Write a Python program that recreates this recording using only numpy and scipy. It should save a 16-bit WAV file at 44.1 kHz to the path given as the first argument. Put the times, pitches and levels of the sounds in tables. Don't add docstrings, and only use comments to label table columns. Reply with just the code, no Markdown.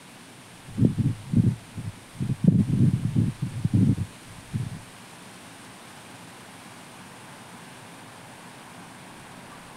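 import sys
import numpy as np
from scipy import signal
from scipy.fft import rfft, irfft, next_fast_len
from scipy.io import wavfile
from scipy.ndimage import uniform_filter1d, minimum_filter1d

SR = 44100
rng = np.random.default_rng(int(sys.argv[2]) if len(sys.argv) > 2 else 0)


def waveform_to_disk(signal):
    frames = np.transpose(np.atleast_2d(signal))
    scaled = np.clip(frames, -1, 1) * 32767
    samples = np.round(scaled).astype(np.int16)
    wavfile.write(sys.argv[1], SR, samples)


N = 430416
TIME_S = np.arange(N) / SR

# t/s, roar level/dB, leaf level/dB
TREE_WIND = [(0, -53, -53), (2.4, -52, -52.5), (4.3, -51.5, -51.5), (5.5, -48.5, -51.5),
             (7.5, -46.5, -52.5), (9.76, -46, -53.5)]
# f/Hz, level/dB
ROAR_SPECTRUM = [(150, -14.5), (480, -6.5), (620, -2.5), (740, 0), (900, 1.5), (1060, 0), (1250, -6),
                 (1400, -6), (1600, -3), (1950, -10), (2400, -9.5), (4000, -24.5), (8000, -34)]
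# f/Hz, level/dB
LEAF_SPECTRUM = [(300, -1.5), (700, -0.5), (1300, -1), (2400, 0), (3500, -2.5), (5000, -7.5), (7000, -11),
                 (9000, -10), (11000, -13.5), (13300, -19.5), (15700, -26)]
# f/Hz, level/dB
AIR_SPECTRUM = [(20, -16), (40, -29), (75, -17.5), (105, -1.5), (130, 2), (150, -3.5), (175, 3.5),
                (212, -3), (248, 0.5), (330, -7.5), (450, -11.5), (800, -21.5)]
# t/s, level/dB
DRAUGHT_LEVEL = [(0, -76), (4.8, -70), (5.4, -87), (9.05, -87), (9.13, -59), (9.3, -64), (9.76, -62)]
# t/s, hold/s, force/dB
GUSTS = [(0.678, .05, -38), (0.786, 0.088, -19.5), (0.894, 0.011, -20.5), (0.982, 0.032, -24),
         (1.042, 0.057, -18.5), (1.364, 0.02, -15.5), (1.444, 0.032, -18), (1.508, 0.016, -30.5),
         (1.781, 0.013, -31.5), (1.852, 0.025, -29), (2.226, .028, -27), (2.3, 0.015, -24),
         (2.502, 0.1, -18), (2.682, 0.17, -22), (2.865, 0.03, -20.5), (2.932, 0.19, -30),
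         (3.167, 0.076, -21.5), (3.241, 0.049, -24.5), (3.428, 0.043, -25.5), (3.517, 0.15, -33),
         (3.742, 0.048, -20), (3.799, 0.037, -19), (3.865, 0.049, -19), (3.975, 0.049, -31),
         (4.259, 0.13, -45), (4.545, 0.017, -28.5), (4.6, 0.039, -28), (4.712, 0.081, -38)]
# f/Hz, level/dB
EDDY_SPECTRUM = [(100, 1.5), (115, 1.5), (140, -2), (200, -2.5), (270, -5), (330, -22.5), (450, -30.5),
                 (900, -21)]
# t/s, level/dB, initial f/Hz, rise/s
EDDY_PUFFS = [(0.849, -3, 233, 0.0023), (1.332, -15.5, 197, 0.0055), (1.391, -11.5, 194, 0.0068),
              (1.437, -15, 208, 0.0032), (2.203, -20, 160, 0.0038), (2.44, -11.5, 194, .0055),
              (2.474, -1, 206.5, 0.0089), (2.480, -14, 520, 0.0026), (2.553, -15, 206, .0035),
              (2.833, -11, 200, .004), (2.932, -12, 166, 0.0053), (3.048, -12.5, 184, 0.0043),
              (3.181, -13, 192, 0.0061), (3.647, -10.5, 170, 0.0045), (3.829, -9, 220, 0.0039),
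              (4.006, -17, 145, 0.0059), (4.597, -21, 169, 0.0043), (4.662, -21.5, 152, 0.0043),
              (4.765, -25.5, 150, .0049)]


def from_db(db):
    return 10 ** (np.asarray(db) / 20)


def unit_rms(x):
    return x / np.sqrt(np.mean(x ** 2) + 1e-20)


def curves(rows):
    t_s, *columns = np.transpose(rows)
    return [np.interp(TIME_S, t_s, column) for column in columns]


def gain_at(spectrum, hz):
    points_hz, db = np.transpose(spectrum)
    return from_db(np.interp(np.log(hz + 1), np.log(points_hz), db))


def coloured(noise, spectrum):
    size = next_fast_len(N)
    hz = np.arange(size // 2 + 1) * SR / size
    return unit_rms(irfft(rfft(noise, size) * gain_at(spectrum, hz), size)[:N])


def drift(rate_hz):
    step, settle = 40, 2000
    pole = np.exp(-2 * np.pi * rate_hz * step / SR)
    white = rng.standard_normal(N // step + settle + 2)
    slow = signal.lfilter([1], [1, -2 * pole, pole * pole], white)[settle:]
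    return np.interp(np.arange(N) / step, np.arange(len(slow)), unit_rms(slow))


def low_noise(cutoff_hz):
    return unit_rms(signal.lfilter(*signal.butter(2, cutoff_hz, fs=SR), rng.standard_normal(N)))


def noise_bands(low_hz, high_hz, count):
    edges_hz = np.geomspace(low_hz, high_hz, count + 1)
    white = rng.standard_normal((2, N))
    for k, (low, high) in enumerate(zip(edges_hz, edges_hz[1:])):
        bandpass = signal.butter(2, [low, high], "band", fs=SR, output="sos")
        yield np.sqrt(low * high), signal.sosfilt(bandpass, white[k % 2])


def swaying_noise(depth_db, rate_hz):
    return sum(band * from_db(depth_db * drift(rate_hz)) for _, band in noise_bands(150, 18000, 11))


def treetops(level_db, trim_db):
    sway = swaying_noise(depth_db=0.35, rate_hz=6)
    return from_db(level_db + trim_db) * coloured(sway, ROAR_SPECTRUM)


def foliage(level_db, trim_db, base_ticks_per_s, tick_db):
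    ticks_per_s = base_ticks_per_s * from_db(2 * (level_db - level_db.mean()) + 2.5 * drift(16))
    sizes = from_db(3.6 * np.minimum(rng.exponential(1, N), 4)) * rng.choice([-1, 1], N)
    ticks = unit_rms(sizes * (rng.random(N) < ticks_per_s / SR))
    hiss = unit_rms(swaying_noise(depth_db=0.5, rate_hz=24)) * from_db(0.25 * drift(22))
    return from_db(level_db + trim_db) * coloured(hiss + from_db(tick_db) * ticks, LEAF_SPECTRUM)


def open_air(roar_db, max_db):
    swell_db = 0.28 * (roar_db - roar_db.max())
    return from_db(max_db + swell_db) * coloured(low_noise(cutoff_hz=900), AIR_SPECTRUM)


def flutter(level_db):
    return from_db(level_db) * low_noise(cutoff_hz=85)


def gust_force_db(attack_db_per_s=800, release_db_per_s=520, stir_db=-11.5, stir_db_per_s=156):
    force_db = np.full(N, -90.0)
    for start_s, hold_s, level_db in GUSTS:
        before_s = np.maximum(start_s - TIME_S, 0)
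        after_s = np.maximum(TIME_S - start_s - hold_s, 0)
        core_db = -attack_db_per_s * before_s - release_db_per_s * after_s
        patch_db = stir_db - stir_db_per_s * (before_s + after_s)
        force_db = np.maximum(force_db, level_db + np.maximum(core_db, patch_db))
    return force_db


def turbulence(force_db, base_corner_hz, force_db_per_octave, lump_db):
    corner_hz = base_corner_hz * 2 ** ((force_db + 20) / force_db_per_octave)
    flow = sum(band * gain_at(EDDY_SPECTRUM, hz) / (1 + (hz / corner_hz) ** 5)
               for hz, band in noise_bands(90, 900, 10))
    flow = signal.sosfilt(signal.butter(4, 540, fs=SR, output="sos"), flow)
    mic_low_cut = signal.cheby1(6, 0.5, 102, "high", fs=SR, output="sos")
    flow = signal.sosfilt(mic_low_cut, flow + 1e-18)
    span = SR // 70
    envelope = np.sqrt(uniform_filter1d(uniform_filter1d(flow ** 2, span), span) + 1e-12)
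    return flow / envelope * from_db(force_db + lump_db * np.tanh(drift(22.8)))


def buffeting(overload, flutter_db):
    force_db = gust_force_db()
    pressure = turbulence(force_db, base_corner_hz=278, force_db_per_octave=17.5, lump_db=5.5)
    pressure /= (1 + (pressure / overload) ** 4) ** 0.25
    pressure += sum(puff(*row) for row in EDDY_PUFFS)
    pressure = signal.sosfilt(signal.butter(4, 84, "high", fs=SR, output="sos"), pressure)
    return pressure + (force_db > -80) * flutter(flutter_db + 0.5 * force_db)


def puff(start_s, level_db, initial_hz, rise_s):
    age = np.arange(SR // 20) / SR / rise_s
    cycles = initial_hz * rise_s * (age - 0.056 * age ** 2)
    envelope = (age * np.exp(1 - age)) ** 2
    swing = envelope * np.sin(2 * np.pi * (cycles + rng.random()))
    skew = 0.16 * from_db(level_db)
    wave = from_db(level_db) * (swing + skew * swing ** 2 + skew ** 2 * swing ** 3)
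    return np.concatenate([np.zeros(int(start_s * SR)), wave, np.zeros(N)])[:N]


def limiter(x, ceiling_db, hold_s, release_s):
    needed_gain = np.minimum(1, from_db(ceiling_db) / (np.abs(x) + 1e-9))
    hold, attack = int(hold_s * SR), SR // 250
    cut = 1 - minimum_filter1d(needed_gain, hold, origin=(hold - attack) // 2)
    recovery = TIME_S / release_s
    cut = np.maximum.accumulate(cut + recovery) - recovery
    return x * (1 - uniform_filter1d(cut, attack))


def whistle(centre_s, pitch_hz, peak_db, half_width_s):
    phase = 2 * np.pi * np.cumsum(pitch_hz * (1 + 0.012 * drift(26))) / SR
    envelope = np.exp(-((TIME_S - centre_s) / half_width_s) ** 2)
    return from_db(peak_db) * envelope * np.sin(phase)


def scene():
    roar_db, leaf_db = curves(TREE_WIND)
    draught_db, = curves(DRAUGHT_LEVEL)
    mix = treetops(roar_db, trim_db=-2)
    mix += foliage(leaf_db, trim_db=2, base_ticks_per_s=1500, tick_db=-7.5)
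    mix += whistle(centre_s=9.527, pitch_hz=1160, peak_db=-45, half_width_s=0.032)
    mix += open_air(roar_db, max_db=-48.5)
    mix += flutter(draught_db)
    mix += buffeting(overload=0.41, flutter_db=-31)
    return mix[None]


def record(dry):
    port_hz, port_width_hz, port_db = 9020, 1500, 7
    top_hz = 15720
    ring = signal.lfilter(*signal.iirpeak(port_hz, port_hz / port_width_hz, fs=SR), dry[0])
    mic = dry[0] + (from_db(port_db) - 1) * ring
    limited = limiter(mic, ceiling_db=-6.2, hold_s=0.095, release_s=0.04)
    return signal.sosfilt(signal.ellip(12, 0.1, 80, top_hz, fs=SR, output="sos"), limited)[None]


dry = scene()
out = record(dry)
waveform_to_disk(out)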